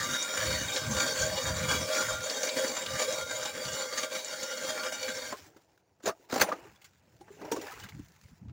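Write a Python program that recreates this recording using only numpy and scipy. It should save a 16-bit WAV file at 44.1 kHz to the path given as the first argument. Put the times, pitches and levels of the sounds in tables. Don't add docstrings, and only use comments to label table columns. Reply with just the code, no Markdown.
import sys
import numpy as np
from scipy import signal
from scipy.io import wavfile
from scipy.ndimage import uniform_filter1d

SR = 44100
rng = np.random.default_rng(int(sys.argv[2]) if len(sys.argv) > 2 else 0)


def store_pcm(level_fs):
    pcm = np.round(np.clip(level_fs, -1, 1) * 32767).astype(np.int16)
    wavfile.write(sys.argv[1], SR, np.atleast_2d(pcm).T)


N = 375907
TIME = np.arange(N) / SR
EVENT_TIME = np.arange(9000) / SR


def gain_of(db):
    return 10 ** (np.asarray(db) / 20)


def unit_rms(x):
    return x / np.sqrt(np.mean(x ** 2) + 1e-20)


def curves(rows):
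    times, *values = np.transpose(rows)
    return [np.interp(TIME, times, v) for v in values]


def add(mix, start_s, sound):
    part = mix[round(start_s * SR):][:len(sound)]
    part += sound[:len(part)]


def colour(x, points):
    point_hz, db = np.transpose(points)
    hz = abs(np.fft.fftfreq(8192, 1 / SR))
    log_gain = np.log(gain_of(np.interp(np.log(hz + 1), np.log(point_hz + 1), db)))
    response = np.exp(np.conj(signal.hilbert(log_gain)))
    taps = np.fft.ifft(response).real[:4096]
    return signal.oaconvolve(x, taps)[:len(x)]


def ring(x, hz, width_hz):
    r = np.exp(-np.pi * width_hz / SR)
    feedback = [2, -4 * r * np.cos(2 * np.pi * hz / SR), 2 * r * r]
    return signal.lfilter([1 - r * r, 0, r * r - 1], feedback, x)


def drift(per_s):
    knots = rng.standard_normal(2000)
    return np.interp(TIME * per_s, np.arange(len(knots)), knots)


def grit(per_s, spread_db, hiss):
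    chance, size, noise = rng.random(N), rng.exponential(1, N), rng.standard_normal(N)
    clicks = (chance < per_s / SR) * gain_of(spread_db * np.minimum(size, 5)) * np.sign(noise)
    return unit_rms(unit_rms(clicks) + hiss * noise)


def patchy(x, depth_db):
    spectrum = signal.stft(x, nperseg=512, noverlap=384)[2]
    patches = uniform_filter1d(rng.standard_normal(spectrum.shape), size=7, axis=0)
    patches = uniform_filter1d(patches, size=16, axis=1)
    spectrum *= gain_of(depth_db * unit_rms(patches))
    return signal.istft(spectrum, nperseg=512, noverlap=384)[1][:N]


def bump(centre_s, length_s, order=2):
    return np.exp(-(abs(TIME - centre_s) / (.55 * length_s)) ** order)


def burst(db, rise_s, t60_s):
    return gain_of(db - 60 * EVENT_TIME / t60_s) * np.minimum(EVENT_TIME / rise_s, 1)


def bursts(rows, rise_s, t60_s):
    envelope = np.zeros(N)
    for start_s, db in rows:
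        add(envelope, start_s, burst(db, rise_s, t60_s))
    return envelope


# time in seconds, blade pressure in dB, feed to the shaft in dB.
CUT_LEVELS = [(0, -37, -7), (.45, -36.5, -5), (.9, -38.5, -1.5), (1.3, -38.5, 2.5), (2.0, -37, -1),
              (2.7, -39, 2), (3.4, -40.5, 2), (4.2, -41, -1), (4.9, -43.5, 1.5), (5.31, -40.5, -3.5),
              (5.36, -88, -7)]
# centre in seconds, depth in dB.
BLADE_SKIPS = [(.85, 2), (1.87, 3), (2.2, 4), (2.53, 4.5), (2.72, 0.5), (2.84, 1), (3.27, 6), (3.53, 1),
               (3.88, 6.5), (4.08, 11), (4.27, 2), (5.0, 3), (5.17, 4)]
# start in seconds, level in dB.
BLADE_BITES = [(0.132, -38.5), (0.371, -35.5), (0.428, -50.5), (0.759, -37), (0.966, -31.5), (0.997, -33),
               (1.189, -36.5), (1.221, -43), (1.687, -35), (1.711, -29), (1.951, -39.5), (2.002, -44.5),
               (2.3016, -54), (2.431, -33), (2.565, -34.5), (2.765, -39), (2.8596, -48), (2.99, -32.5),
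               (3.015, -30.5), (3.1214, -52), (3.4497, -38), (3.831, -58), (3.974, -32.5), (4.029, -32.5),
               (4.114, -42), (4.149, -38), (4.429, -39), (4.69, -35.5), (4.774, -42), (4.834, -40),
               (4.9211, -35), (5.028, -37.5), (5.08, -35.5)]
CUTTING_ON = TIME < CUT_LEVELS[-1][0]
TURNS_PER_S = 1.463


def crank_swing(peak_s):
    return np.cos(2 * np.pi * TURNS_PER_S * (TIME - peak_s))


def blade_force():
    pressure_db = curves(CUT_LEVELS)[0] + 1.4 * crank_swing(peak_s=0.55)
    pressure_db -= sum(db * bump(centre_s, length_s=0.064) for centre_s, db in BLADE_SKIPS)
    bites = bursts(BLADE_BITES, rise_s=0.0012, t60_s=0.092)
    return (gain_of(pressure_db + 2.02 * drift(45)) + bites) * CUTTING_ON


# frequency in Hz, level in dB.
CHIP_SPECTRUM = [(120, -17), (250, 2.5), (400, -5), (750, -6), (1280, 0.5), (1600, 6.5), (2350, 10),
                 (2620, 1), (3000, 1.5), (5200, -7.5), (5700, 0), (7300, -8), (9000, 1), (16000, -8.5)]


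def chips(force):
    fractures = force * grit(1800, spread_db=3.35, hiss=0.65)
    return patchy(colour(fractures, CHIP_SPECTRUM), depth_db=3.95)


SHAFT_PITCHES = [520, 623, 830]
BLADE_PITCHES = [980, 1111, 1187, 1405, 1573, 2122, 2335, 2800, 2900, 3232, 3340, 3600, 3740, 3880, 4465,
                 4550, 4655, 4830, 5000, 5180, 5400, 5600, 5790, 5950, 6340, 6790, 6950, 7300]
# width in Hz, level in dB.
SHAFT_MODES = [(22, .5), (17, -2.5), (40, -11.5)]
BLADE_MODES = [(25.3, -14.5), (14.6, -15), (15.2, -11.5), (14.5, -5), (22, -4.5), (37, -3), (60.6, 1),
               (60, -9.5), (43, -5), (35.2, -6), (16, -6), (60, -9.5), (34, -3), (60.4, -8.5), (35, -2.5),
               (22, -11), (35, -5), (40.4, -13.5), (40.2, -10), (40, -10), (59.2, -13), (150, -11.5),
               (60, -13), (60, -10), (120, -9.5), (25.03, -13), (200, -4), (80, -2.5)]
# centre in seconds, pitch in Hz, rise in dB, length in seconds.
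MODE_SQUEALS = [(.145, 1405, 10, .11), (.17, 3740, 13, .28), (1.45, 3740, 6, .15), (.595, 2900, 11, .09),
                (.7, 3740, 6, .2), (.925, 1187, 8, .25), (1.215, 1573, 11, .13), (1.365, 2900, 11, .09),
                (1.685, 2335, 8, .3), (1.735, 3340, 12, .16), (1.755, 1187, 9, .13), (2.105, 1405, 11, .14),
                (2.135, 3740, 7, .13), (2.32, 4550, 8, .1), (1.2, 4465, 5, .3), (2.955, 1187, 9, .25),
                (3.895, 2122, 11, .15), (3.99, 1187, 11, .12), (4.82, 1187, 11, .1), (4.8, 1405, 10, .1),
                (5.06, 2335, 10, .15), (5.1, 1573, 10, .08)]


def steel_ring(drive, pitches, modes, wander_db, per_s):
    sound = np.zeros(N)
    for k, (hz, (width, db)) in enumerate(zip(pitches, modes)):
        feed_db = db + wander_db * drift(per_s)
        for centre_s, squeal_hz, rise_db, length_s in MODE_SQUEALS:
            if squeal_hz == hz:
                feed_db += (db + rise_db - feed_db) * bump(centre_s, length_s)
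        sound += (-1) ** k * ring(gain_of(feed_db) * drive, hz, width) / np.sqrt(width)
    return sound


def flights(drive, width_hz=34.6, wander_db=8.5):
    sound = np.zeros(N)
    for hz in np.geomspace(5400, 11450, num=60) * rng.uniform(.99, 1.01, size=60):
        feed = gain_of(wander_db * np.tanh(drift(9.8)))
        sound += ring(feed * drive, hz, width_hz)
    return patchy(sound / np.sqrt(width_hz), depth_db=4.5)


# frequency in Hz, level in dB.
SHAVING_SPECTRUM = [(5000, -35.5), (8000, 3.5), (16000, 5.5)]


def shavings(force):
    flow = uniform_filter1d(force, size=3000) * CUTTING_ON
    return flow * colour(rng.standard_normal(N), SHAVING_SPECTRUM)


def auger():
    force = blade_force()
    drive = force * grit(3500, spread_db=3.85, hiss=0.52)
    cut = gain_of(2.5) * chips(force)
    cut += gain_of(36.5) * steel_ring(drive, BLADE_PITCHES, BLADE_MODES, wander_db=4.8, per_s=10)
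    cut += gain_of(20.5) * flights(drive)
    low = signal.sosfilt(signal.butter(4, 2550, fs=SR, output="sos"), cut)
    high = signal.sosfiltfilt(signal.butter(2, 4000, "high", fs=SR, output="sos"), cut)
    cut += (gain_of(5) - 1) * low
    cut += (gain_of(crank_swing(peak_s=0.33)) - 1) * high
    shaft_drive = gain_of(curves(CUT_LEVELS)[1]) * drive
    shaft = steel_ring(shaft_drive, SHAFT_PITCHES, SHAFT_MODES, wander_db=3, per_s=16)
    return cut + gain_of(40) * shaft + gain_of(5) * shavings(force)


# time in seconds, level in dB.
BREEZE_LEVELS = [(0, -65.5), (1.7, -62), (2.36, -76.5), (3.2, -55.5), (4.4, -77), (5.2, -59), (5.7, -75),
                 (6.9, -68.5), (7.4, -62), (8.52, -65.5)]
# centre in seconds, level in dB, length in seconds.
MIC_GUSTS = [(0.033, -48, 0.17), (0.556, -40, 0.28), (0.907, -35.5, 0.16), (1.118, -51.5, 0.19),
             (1.285, -38, 0.14), (1.576, -37.5, 0.25), (1.75, -40, 0.21), (2.14, -45.5, 0.2),
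             (2.894, -47, 0.044), (2.944, -40.5, 0.047), (3.415, -61, 0.043), (3.67, -47, 0.032),
             (3.73, -48, 0.041), (6.682, -64, 0.14), (7.825, -49, 0.021), (7.856, -44, 0.03),
             (7.979, -44, 0.1), (8.246, -53.5, 0.031), (8.328, -54, 0.03), (8.478, -45, 0.12)]
# frequency in Hz, level in dB.
RUMBLE_SPECTRUM = [(20, -30.5), (45, -18.5), (75, -1), (120, 1), (190, -3.5), (330, -18.5), (600, -55)]


def wind():
    eddy_hz = 105 * gain_of(4.0 * drift(30))
    eddies = np.sin(2 * np.pi * np.cumsum(eddy_hz) / SR)
    rumble = unit_rms(colour(rng.standard_normal(N), RUMBLE_SPECTRUM)) + 1.05 * eddies * drift(25)
    gusts = sum(gain_of(db) * bump(centre_s, length_s, order=4) for centre_s, db, length_s in MIC_GUSTS)
    flow = gain_of(curves(BREEZE_LEVELS)[0]) + gusts
    return flow * gain_of(1.4 * drift(22)) * rumble


# frequency in Hz, level in dB.
HUSH_SPECTRUM = [(180, -35), (300, -10.5), (391, 2.5), (1680, -11.5), (6030, -24.5), (9600, -22.5),
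                 (15800, -20)]


def air():
    hush = patchy(colour(rng.standard_normal(N), HUSH_SPECTRUM), depth_db=1.5)
    return gain_of(-78.5) * unit_rms(hush)


# start in seconds, level in dB, centre pitch in Hz.
SNAPS_AND_TICKS = [(.2246, -21.5, 7000), (.7625, -25, 3820), (1.074, -32, 4370), (1.217, -22, 6400),
                   (1.6244, -32, 4640), (2.297, -23, 4500), (2.49, -23.5, 3930), (2.6784, -26, 6200),
                   (2.765, -31, 6470), (2.862, -27.5, 3340), (3.124, -25, 6400), (3.4307, -28, 6100),
                   (3.652, -33, 4500), (3.73, -28, 6800), (3.9337, -32, 4480), (4.2453, -26.5, 7200),
                   (4.431, -28, 6700), (4.834, -32, 3300), (5.027, -36, 6100), (6.4112, -22, 4340),
                   (7.887, -42.5, 1950), (8.483, -56, 1300), (8.495, -55.5, 1290)]


def snaps_and_ticks():
    mix = np.zeros(N)
    for start_s, db, hz in SNAPS_AND_TICKS:
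        band = unit_rms(ring(rng.standard_normal(len(EVENT_TIME)), hz, width_hz=1100))
        add(mix, start_s, burst(db, rise_s=0.0011, t60_s=0.059) * band)
    return mix


# start in seconds, treble level in dB, offset in dB for the push that drives the thud.
JOLTS_AND_SLOSHES = [(5.32, -25.5, 7.5), (5.563, -42, 2), (5.9994, -56.5, 10), (6.023, -45, -4),
                     (6.032, -35, -13), (6.044, -38, 5), (6.0556, -18.5, -1), (6.066, -23.5, 8),
                     (6.075, -20.5, -14), (6.085, -26, 10.5), (6.093, -47, -3), (6.287, -42.5, 1),
                     (6.296, -31, 0.5), (6.309, -27.5, -3.5), (6.322, -20.5, 4.5), (6.338, -17.5, -3),
                     (6.3563, -19, 4.5), (6.375, -18.5, -1.5), (6.396, -14, 0.5), (6.409, -5, -17),
                     (6.4127, -10.5, -3), (6.422, -33, 15), (6.433, -43.5, 8), (6.4856, -33.5, 16.5),
                     (6.5187, -31, 15), (7.207, -43, -5), (7.278, -55, 18), (7.412, -35.5, 7.5),
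                     (7.4467, -37, 3), (7.5144, -13.5, -12), (7.56, -28.5, 4.5), (7.612, -25, -11),
                     (7.665, -29.5, -2), (7.718, -45, 1)]
# pitch in Hz, width in Hz, level in dB.
THUD_MODES = [(205, 82, -8.5), (374, 150, -2.5), (554, 220, 2), (1000, 700, 2), (1600, 740, 0)]
# start in seconds, level in dB.
DRIP_TICKS = [(5.62, -60), (5.776, -49), (6.6044, -52), (6.76, -43), (6.909, -54), (6.933, -51),
              (7.165, -47), (7.722, -33), (7.739, -44), (7.9485, -40), (7.994, -41.5), (8.0586, -46),
              (8.0845, -43), (8.1194, -45), (8.162, -44), (8.213, -43), (8.26, -49), (8.284, -47)]
# start in seconds, level in dB.
WATER_SPATTERS = [(6.814, -39), (6.842, -32), (6.8844, -53), (7.795, -31.5), (7.833, -29), (7.886, -33),
                  (8.232, -44)]
# frequency in Hz, level in dB.
SPRAY_SPECTRUM = [(700, -20.5), (1500, -3), (3000, -9.5), (7000, -7), (16000, 0)]


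def ice_and_water_hits(wet_damping=1.1):
    shape = dict(rise_s=0.0061, t60_s=0.076)
    push = bursts([(start_s, db + offset_db) for start_s, db, offset_db in JOLTS_AND_SLOSHES], **shape)
    push *= rng.standard_normal(N)
    thud = sum((-1) ** k * gain_of(db) * ring(push, hz, width) / np.sqrt(width)
               for k, (hz, width, db) in enumerate(THUD_MODES))
    hits = bursts([(start_s, db) for start_s, db, _ in JOLTS_AND_SLOSHES], **shape)
    hits += bursts(DRIP_TICKS, rise_s=0.0004, t60_s=0.027)
    hits += bursts(WATER_SPATTERS, rise_s=0.0063, t60_s=0.093)
    grains = hits * grit(6800, spread_db=2.1, hiss=0.84)
    crackle = patchy(colour(grains, SPRAY_SPECTRUM), depth_db=3)
    steel = sum(gain_of(db) * ring(crackle, hz, width * wet_damping) / np.sqrt(width)
                for hz, (width, db) in zip(SHAFT_PITCHES + BLADE_PITCHES, SHAFT_MODES + BLADE_MODES))
    return gain_of(12.5) * steel + gain_of(1) * crackle + gain_of(32.5) * thud


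# start in seconds, starting pitch in Hz, level in dB.
AIR_GULPS = [(5.326, 1000, -26.5), (5.562, 316, -45), (6.039, 322, -32), (6.056, 410, -25.5),
             (6.076, 632, -18), (6.09, 1120, -26), (6.108, 624, -36), (6.125, 637, -47), (6.33, 242, -21.5),
             (6.36, 766, -22), (6.411, 1600, -18.5), (6.486, 606, -22), (6.517, 1170, -23.5),
             (6.445, 800, -25), (6.759, 3330, -59), (7.208, 340, -39), (7.212, 786, -40.5),
             (7.304, 394, -41), (7.334, 410, -44), (7.37, 410, -45), (7.414, 400, -34), (7.453, 490, -46),
             (7.478, 595, -35), (7.516, 445, -16), (7.521, 910, -20.5), (7.526, 286, -21),
             (7.562, 1106, -36), (7.569, 400, -32), (7.584, 314, -29.5), (7.601, 468, -34),
             (7.623, 400, -33), (7.635, 770, -38), (7.7, 774, -38), (7.716, 1250, -40), (7.733, 434, -45),
             (7.77, 432, -46), (7.825, 2920, -42), (7.992, 282, -33)]


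def gulps(glide=0.091):
    mix = np.zeros(N)
    for start_s, hz, db in AIR_GULPS:
        t60_s = 0.083 * (518 / hz) ** 0.081
        phase = 2 * np.pi * hz * EVENT_TIME * (1 + glide * EVENT_TIME / t60_s)
        add(mix, start_s, burst(db, rise_s=0.0021, t60_s=t60_s) * np.sin(phase))
    return mix * gain_of(3.5 * drift(220))


def bubbles(low_hz, high_hz, pops_per_cycle, spread_db):
    mix = np.zeros(N)
    for hz in np.geomspace(low_hz, high_hz, num=14):
        cycles = np.arange(0, 24, hz / SR)
        envelope = np.exp(-cycles / 6) * np.minimum(cycles / 2, 1)
        bubble = envelope * np.sin(2 * np.pi * cycles * (1 + .005 * cycles))
        pops = (rng.random(N) < pops_per_cycle * hz / SR) * gain_of(spread_db * rng.exponential(1, N))
        mix += signal.oaconvolve(pops, bubble)[:N]
    return unit_rms(mix)


# time in seconds, then the levels of hiss, deep gurgle and fine bubbling in dB.
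SLUSH_LEVELS = [(5.37, -39.5, -55.5, -58), (5.55, -58.5, -63.5, -74), (5.97, -71, -75, -83),
                (6.25, -55, -64, -77), (6.38, -73, -64, -80), (6.47, -39.5, -40.5, -44),
                (6.62, -51, -52, -57), (6.87, -61.5, -78.5, -71), (7.2, -61, -65, -78),
                (7.39, -51, -61, -56), (7.44, -47.5, -41.5, -50), (7.5, -47, -52, -54),
                (7.59, -40, -41.5, -49), (7.68, -41, -55, -44), (7.8, -45, -62, -49.5),
                (7.9, -51, -58, -56.5), (7.99, -53.5, -68, -67), (8.3, -56.5, -71.5, -70),
                (8.52, -70, -67, -77)]


def slush():
    hiss_db, gurgle_db, fine_db = curves(SLUSH_LEVELS)
    spray = colour(grit(1500, spread_db=2.2, hiss=0.72), SPRAY_SPECTRUM)
    hiss = unit_rms(patchy(spray, depth_db=2)) * gain_of(hiss_db + 2.2 * drift(60))
    gurgle = gain_of(gurgle_db + 3.1 * drift(25)) * bubbles(270, 900, pops_per_cycle=.08, spread_db=2)
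    fine = gain_of(fine_db + 2.5 * drift(30)) * bubbles(750, 2700, pops_per_cycle=.06, spread_db=2.3)
    flowing = TIME > SLUSH_LEVELS[0][0] - .03
    return flowing * (hiss + gurgle + fine)


# start in seconds, level in dB.
JOINT_PINGS = [(6.412, -18), (7.211, -53)]


def handle_joint(t60_s=0.16):
    mix = np.zeros(N)
    tones = np.sin(2 * np.pi * 9350 * EVENT_TIME) + 0.7 * np.sin(2 * np.pi * 9480 * EVENT_TIME)
    for start_s, db in JOINT_PINGS:
        add(mix, start_s, gain_of(db - 60 * EVENT_TIME / t60_s) * tones)
    return mix


def scene():
    at_hole = auger() + snaps_and_ticks() + ice_and_water_hits() + gulps() + slush() + handle_joint()
    return np.tile(at_hole + wind() + air(), (2, 1))


# frequency in Hz, gain in dB.
MIC_RESPONSE = [(25, -8), (65, -2.5), (7200, -4), (8000, -13.5), (11000, -20), (13600, -29), (15100, -11.5),
                (16000, -17.5)]


def record(dry, cutoff_hz=15870):
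    heard = np.array([colour(channel, MIC_RESPONSE) for channel in dry])
    low_pass = signal.firwin(1023, cutoff_hz, window=("kaiser", 10), fs=SR)
    return signal.oaconvolve(heard, low_pass[None], "same")


dry = scene()
out = record(dry)
store_pcm(out)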